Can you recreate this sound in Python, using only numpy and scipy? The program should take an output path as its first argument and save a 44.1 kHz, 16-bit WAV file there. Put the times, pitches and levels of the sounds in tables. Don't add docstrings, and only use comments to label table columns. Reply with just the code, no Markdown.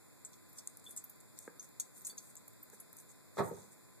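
import sys
import numpy as np
from scipy import signal
from scipy.fft import rfft, irfft
from scipy.io import wavfile
from scipy.ndimage import uniform_filter1d

SR = 44100
rng = np.random.default_rng(int(sys.argv[2]) if len(sys.argv) > 2 else 0)


def to_wav(s):
    ch = np.atleast_2d(s).T
    pcm = np.round(np.clip(ch, -1, 1) * 32767)
    wavfile.write(sys.argv[1], SR, pcm.astype(np.int16))


N = 176400

# pitch in Hz, level in dB, multiplier of the ring time.
TAP_TONES = [(5520, -4, 1), (5660, -6, .9), (6050, -5, .5), (6445, 5, .9), (6600, 0, .7), (7030, 1, 1.1),
             (7095, -2, 1.3), (7365, -4, 1.1), (7701, 1, 1.3), (8025, 1, 1.3), (8190, -1, 1),
             (8500, -4, .6), (8950, -3, .8), (9510, -4, .9), (9760, -3, 1), (10385, 1, 1.3),
             (10750, -3, .8), (11500, 0, .9), (11850, -3, .7), (12720, -3, .8), (13200, -1, .9),
             (13670, 0, 1)]
# frequency in Hz, level in dB.
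CONTACT_COLOUR = [(300, -37), (2000, -11), (2500, -11.5), (4000, -8.5), (5700, -11.5), (6500, -2.5),
                  (8000, 0), (10500, -0.5), (12000, -5), (13600, 6.5)]


def tap_ticks(rise_s=.0006, snap_t60=.0039, echo_s=.0021, basin_s=.025, basin_t60=.031):
    # start in seconds, level in dB, centre in Hz, spread in Hz, ring time in seconds,
    # head start of the left microphone in milliseconds.
    hits = [(0.249, -42.5, 8100, 448, 0.062, 0.25), (.331, -52.5, 3960, 350, 0.021, 0.27),
            (0.339, -55.5, 3980, 350, .025, .23), (0.529, -50, 13300, 1200, 0.031, 0.26),
            (0.584, -45.5, 8200, 500, 0.045, 0.25), (.586, -46.5, 5400, 150, 0.038, 0.27),
            (0.6734, -28.5, 8150, 790, 0.0093, 0.26), (0.771, -37, 11400, 1290, 0.0089, 0.3),
            (.796, -55, 7500, 1500, 0.023, 0.4), (0.841, -53, 9000, 2000, 0.051, 0.29),
            (0.852, -55, 8800, 2000, 0.095, .28), (0.908, -46, 10300, 600, 0.048, .28),
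            (0.963, -41, 10300, 700, 0.054, 0.24), (0.973, -38, 7640, 600, 0.073, 0.25),
            (1.040, -43, 13200, 600, .05, 0.34), (1.096, -50, 12200, 1950, 0.081, .28),
            (1.158, -58, 13200, 812, .05, 0.34), (1.203, -51.5, 9100, 2470, 0.02, .28),
            (1.210, -51, 8700, 2000, 0.013, 0.23), (1.3887, -32, 8500, 2000, 0.0079, 0.22),
            (1.5957, -44.5, 6440, 300, 0.07, -0.21), (1.689, -48, 12600, 1960, 0.008, .28),
            (1.7978, -29.5, 7340, 640, 0.054, -0.31), (2.009, -47.5, 8400, 2500, 0.013, 0.25),
            (2.0176, -46, 13600, 600, 0.033, 0.41), (2.0483, -39, 7130, 497, 0.076, -.2),
            (2.068, -33.5, 10400, 2860, 0.046, 0.12), (2.1735, -43, 13000, 1500, .008, 0.2),
            (2.179, -42, 6250, 650, 0.069, -0.26), (2.354, -39, 11400, 2980, 0.012, 0.25),
            (2.3668, -47, 7100, 342, 0.052, -0.28), (2.48, -42.5, 12500, 2000, 0.018, 0.25),
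            (2.5333, -54, 13400, 1200, .015, 0.3), (2.629, -45, 13600, 350, 0.039, 0.23),
            (2.7, -46, 9800, 2500, 0.01, 0.14), (2.8, -45.5, 10600, 780, 0.067, .29),
            (2.929, -42, 13200, 1210, 0.013, .28), (2.967, -46.5, 11200, 2980, 0.029, 0.3),
            (2.986, -48.5, 7500, 1500, 0.022, 0.27), (3.000, -50, 9100, 2000, .02, 0.3)]
    out, t = np.zeros((2, N)), np.arange(8192) / SR
    tone_hz, tone_db, ring_scale = np.transpose(TAP_TONES)[..., None]
    for start, db, hz, spread_hz, t60, lead_ms in hits:
        chance, detune, phase = rng.standard_normal((3, len(TAP_TONES), 1))
        weights = amp(tone_db + 2 * chance) * bump(tone_hz, hz, spread_hz)
        weights *= np.sqrt(2) / np.linalg.norm(weights)
        tones = np.sin(2 * np.pi * (tone_hz * (1 + .001 * detune) * t + phase))
        ring = (weights * tones * fade(t / ring_scale, t60)).sum(0)

        uneven_db = 4 * wander(len(t) // 2 + 1, smooth=50)
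        splats = noise((3, len(t)), lambda f: contact(f, hz, spread_hz) * amp(uneven_db)) * fade(t, t60)
        snap = noise(len(t), lambda f: contact(f, hz, spread_hz=730)) * fade(t, snap_t60)
        basin = noise((2, len(t)), lambda f: bump(f, hz, spread_hz) * bump(f, 9400, 2300) ** 2)

        onset = amp(db) * np.minimum(t / rise_s, 1)
        ringing = bump(spread_hz, 0, 1100)
        direct = onset * (ringing * ring + amp(-3.5) / np.sqrt(ringing) * splats[2] + amp(1) * snap)
        lean_left_db = .7 - 2.7 * lead_ms
        for ear, side in enumerate((-1, 1)):
            add(out[ear], start + side * lead_ms / 2000, amp(-side * lean_left_db) * direct)
        add(out, start + echo_s, amp(-8) * onset * splats[:2])
        add(out, start + basin_s, amp(-28) * onset * basin * fade(t, basin_t60))
    return out + amp(-13) * room(out)


def spout_plinks(low_hz=3523, high_hz=4580, partner_hz=3400, bend_s=.004, rise_s=.005, lead_s=.00026):
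    # start in seconds, level of the low note in dB, level of the high note in dB.
    touches = [(0.583, -65, -61), (0.863, -46.5, -70), (1.799, -61.5, -58), (2.097, -55.5, -49),
               (2.180, -64, -58.5)]
    out, t = np.zeros((2, N)), np.arange(SR // 4) / SR
    flat_hz = 130 * np.exp(-t / bend_s)
    for start, low_db, high_db in touches:
        notes = amp(low_db) * glide(low_hz - flat_hz) + amp(high_db) * glide(high_hz - flat_hz)
        partner = amp(low_db + 1) * np.sin(2 * np.pi * partner_hz * t)
        plink = notes * fade(t, t60=.1) + partner * fade(t, t60=.057)
        for ear in (0, 1):
            add(out[ear], start + ear * lead_s, plink * np.minimum(t / rise_s, 1))
    return out + amp(-11) * room(out)


def fur_brushes(grain_db=4):
    # middle in seconds, half length in seconds, level in dB, centre in Hz, spread in Hz.
    strokes = [(0.344, 0.019, -64.5, 5940, 3000), (.497, .007, -61, 13000, 1200),
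               (0.587, 0.016, -53.5, 6300, 2460), (0.908, 0.022, -54, 9700, 1320),
               (1.378, 0.0056, -60, 4450, 500), (1.430, 0.038, -58.5, 7400, 2020),
               (1.638, 0.017, -55.5, 5850, 3000), (1.977, 0.022, -54.5, 9000, 3000),
               (2.086, 0.024, -47.5, 8900, 2970), (2.247, 0.048, -59.5, 8400, 3540),
               (2.305, 0.0087, -57, 8500, 700), (2.743, 0.014, -56, 7750, 3500),
               (2.996, 0.018, -56, 9400, 1980), (3.107, 0.014, -58.5, 7400, 800),
               (3.391, 0.018, -52, 3700, 1440), (3.467, 0.028, -52.5, 8500, 3720),
               (3.587, 0.065, -60.5, 3830, 1980), (3.728, 0.011, -59, 7860, 1000)]
    out, t = np.zeros((2, N)), np.arange(-8192, 8192) / SR
    for middle, half_s, db, hz, spread_hz in strokes:
        clumps = np.minimum(wander(len(t), smooth=40), 2)
        grains = unit(rng.standard_normal((2, len(t))) * amp(grain_db * clumps))
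        droplets = unit(np.array([spatter(len(t)), spatter(len(t))]))
        rub = unit(colour(grains + amp(-1) * droplets, lambda f: contact(f, hz, spread_hz)))
        swell = np.exp(-.5 * (t / half_s) ** 2)
        add(out, middle + t[0], amp(db) * rub * swell)
    return out


def spatter(length, drops_per_s=50):
    chance, size = rng.random((2, len(TAP_TONES), length))
    clicks = (chance < drops_per_s / SR) * (.3 + size)
    t = np.arange(1024) / SR
    rings = np.array([np.sin(2 * np.pi * hz * t) * fade(t, t60=.014) for hz, _, _ in TAP_TONES])
    return signal.fftconvolve(clicks, rings, axes=1).sum(0)[:length]


def cat_landing(rise_s=.00099):
    # start in seconds, level in dB, frequency in Hz above which the blow is muffled.
    blows = [(3.37, -41.5, 2500), (3.380, -31.5, 2630), (3.3875, -31.5, 2300), (3.393, -30, 2000),
             (3.403, -28, 1500), (3.418, -37.5, 1300), (3.435, -43.5, 1200), (3.511, -34, 480),
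             (3.536, -43.5, 347), (3.570, -51, 1000), (3.645, -60.5, 1000)]
    # frequency in Hz, level in dB.
    thud_colour = [(40, -46), (70, -22), (105, -10.5), (200, -4.5), (300, -19), (400, 2), (760, -11),
                   (1260, -9.5), (1500, -16.5), (2000, -15.5), (2300, -24.5), (4000, -15.5), (6000, -27)]
    out, t = np.zeros((2, N)), np.arange(SR // 2) / SR
    for start, db, dull_hz in blows:
        thud, side = noise((2, len(t)), lambda f: amp(read(thud_colour, f))) * fade(t, t60=.11)
        blow = amp(-2) * thud + amp(-5) * counter_ring(start, t) + amp(-6.5) * np.array([side, -side])
        blow *= np.minimum(t / rise_s, 1)
        add(out, start, amp(db) * signal.lfilter(*signal.butter(2, dull_hz, fs=SR), blow))
    out = low_cut(out, hz=86)
    return (out + amp(-9) * room(out)) * amp([[-1], [1]])


def counter_ring(start, t):
    # pitch in Hz, level in dB, ring time in seconds, left level over right in dB,
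    # head start of the left wave in radians.
    board_tones = [(105, -16, .25, -7, -.2), (151, -13, .22, -5, -.5), (198, -4, .27, 2, 1.9),
                   (248, -11, .15, 2, 1.1), (398, 7, .09, -1, -.3), (462, -4, .09, 5, -3.1),
                   (513, 0, .1, -2, -1.1), (656, 0, .08, 0, -.4), (704, -5, .1, -10, -.3),
                   (820, -7, .1, 0, .5), (903, 0, .085, 2, 0), (985, -25, .6, -1, -.2),
                   (1119, -7, .09, 0, .4), (1285, -1, .08, 0, -.1)]
    ears, ring = np.array([[.5], [-.5]]), 0
    for hz, db, t60, left_db, lead in board_tones:
        wave = np.sin(2 * np.pi * hz * (start + t) + ears * lead)
        ring += amp(db + ears * left_db) * wave * fade(t, t60)
    return ring / strength(board_tones)


def dull_knocks(dull_hz=2600):
    # start in seconds, level in dB.
    hits = [(0.889, -58), (1.4778, -38.5), (1.481, -51.5), (2.129, -57), (2.732, -54), (2.7368, -56),
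            (2.742, -57)]
    # pitch in Hz, level in dB, ring time in seconds.
    knock_tones = [(260, -5, 0.019), (482, 11.5, 0.035), (840, 5.5, 0.012), (1267, 4.5, 0.013),
                   (1616, 5.5, 0.025), (1700, -19, 0.6), (2050, -14, 0.025)]
    out, t = np.zeros(N), np.arange(8192) / SR
    knock = sum(amp(db) * np.sin(2 * np.pi * hz * t) * fade(t, t60) for hz, db, t60 in knock_tones)
    for start, db in hits:
        add(out, start, -amp(db) * knock / strength(knock_tones))
    out = signal.sosfilt(signal.butter(4, dull_hz, fs=SR, output="sos"), low_cut(out, hz=188))
    return out + amp(-11) * room(out)


def camera_whir(whir_db=-68.5):
    # frequency in Hz, level in dB.
    whir_colour = [(18, -83), (30, -45), (75, -23), (94, -3.5), (187, -1.5), (494, -3), (584, -3.5),
                   (653, -3), (730, -5), (1040, -5), (1490, -5), (2040, -10.5), (2600, -15.5), (3380, -30),
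                   (5720, -120)]
    # frequency in Hz, level of the sides over the middle in dB.
    whir_width = [(60, 22), (130, 10.5), (290, 9.5), (630, 0.5), (1100, -7.5), (1450, -34), (1800, -13.5),
                  (2500, 11.5)]
    # pitch in Hz, level in dB, size of the waver in Hz.
    whines = [(1022, -78.5, 2.78), (2044, -86, 4.5), (7205, -75.5, 21)]
    mid, side = noise((2, N), lambda f: amp(read(whir_colour, f)))
    side = colour(side, lambda f: amp(read(whir_width, f)))
    waver = wander(N, smooth=900)
    tones = sum(amp(db) * glide(hz + waver_hz * waver) for hz, db, waver_hz in whines)
    return amp(whir_db) * np.array([mid + side, mid - side]) + tones


def microphone_hiss(hiss_db=-65.5, top_hz=14000):
    # frequency in Hz, level in dB.
    hiss_colour = [(2500, -19), (3600, -5), (5000, -5.5), (5900, -18.5), (7200, 1.5), (8800, -7),
                   (10300, -1), (11900, -9.5), (13500, -1)]
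    hz, _, bands = signal.stft(rng.standard_normal((2, N)), SR, nperseg=512)
    patches = uniform_filter1d(rng.standard_normal(bands.shape[1:]), size=7, axis=0)
    flicker_db = unit(uniform_filter1d(patches, size=12, axis=1))
    gain = (hz < top_hz)[:, None] * amp(read(hiss_colour, hz)[:, None] + flicker_db)
    hiss = signal.istft(bands * gain, SR, nperseg=512)[1][:, :N]
    return amp(hiss_db) * unit(hiss)


def room(x):
    # frequency in Hz, seconds the echoes take to fade by 60 dB.
    fade_times = [(100, 0.6), (400, 0.3), (1500, 0.41), (7000, 0.19), (14000, 0.24)]
    shape = (2, SR // 2)
    echoes = rng.standard_normal(shape) * (rng.random(shape) < .2)
    echoes[:, :SR // 250] = 0
    hz, t, bands = signal.stft(echoes, SR, nperseg=256)
    tail = signal.istft(bands * amp(-60 * t / read(fade_times, hz)[:, None]), SR, nperseg=256)[1]
    return signal.fftconvolve(np.atleast_2d(x), tail / np.linalg.norm(tail[0]), axes=1)[:, :N]


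def amp(db):
    return 10 ** (np.asarray(db) / 20)


def unit(x):
    return x / np.sqrt(np.mean(x ** 2) + 1e-30)


def strength(tones):
    return np.sqrt(sum(amp(tone[1]) ** 2 for tone in tones) / 2)


def fade(t, t60):
    return np.exp(-np.log(1000) * t / t60)


def glide(hz):
    return np.sqrt(2) * np.sin(2 * np.pi * np.cumsum(hz) / SR)


def wander(length, smooth):
    return unit(uniform_filter1d(rng.standard_normal(length), size=smooth))


def noise(shape, gain):
    return unit(colour(rng.standard_normal(shape), gain))


def colour(x, gain):
    return irfft(rfft(x) * gain(np.fft.rfftfreq(x.shape[-1], 1 / SR)), x.shape[-1])


def read(points, hz):
    f, value = np.transpose(points)
    return np.interp(np.log(hz + 1), np.log(f + 1), value)


def bump(f, hz, spread_hz):
    return 1 / np.sqrt(1 + ((f - hz) / spread_hz) ** 2)


def contact(f, hz, spread_hz):
    return bump(f, hz, spread_hz) * amp(read(CONTACT_COLOUR, f))


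def low_cut(x, hz):
    return signal.sosfilt(signal.butter(6, hz, "high", fs=SR, output="sos"), x)


def add(mix, start, sound):
    part = mix[..., max(round(start * SR), 0):][..., :sound.shape[-1]]
    part += sound[..., :part.shape[-1]]


def scene():
    tap = tap_ticks() + spout_plinks()
    return tap + fur_brushes() + cat_landing() + dull_knocks() + camera_whir() + microphone_hiss()


def record(dry, notch_hz=2935, notch_db=-24, step_hz=13760, step_db=-29, top_hz=15289):
    notched = colour(dry, lambda f: amp(notch_db * np.exp(-np.abs((f - notch_hz) / 327) ** 3)))
    dulled = colour(notched, lambda f: amp(step_db * (1 + np.tanh((f - step_hz) / 52)) / 2))
    high_cut = signal.firwin(301, top_hz, window=("kaiser", 7), fs=SR)
    return signal.oaconvolve(dulled, high_cut[None], "same")


dry = scene()
out = record(dry)
to_wav(out)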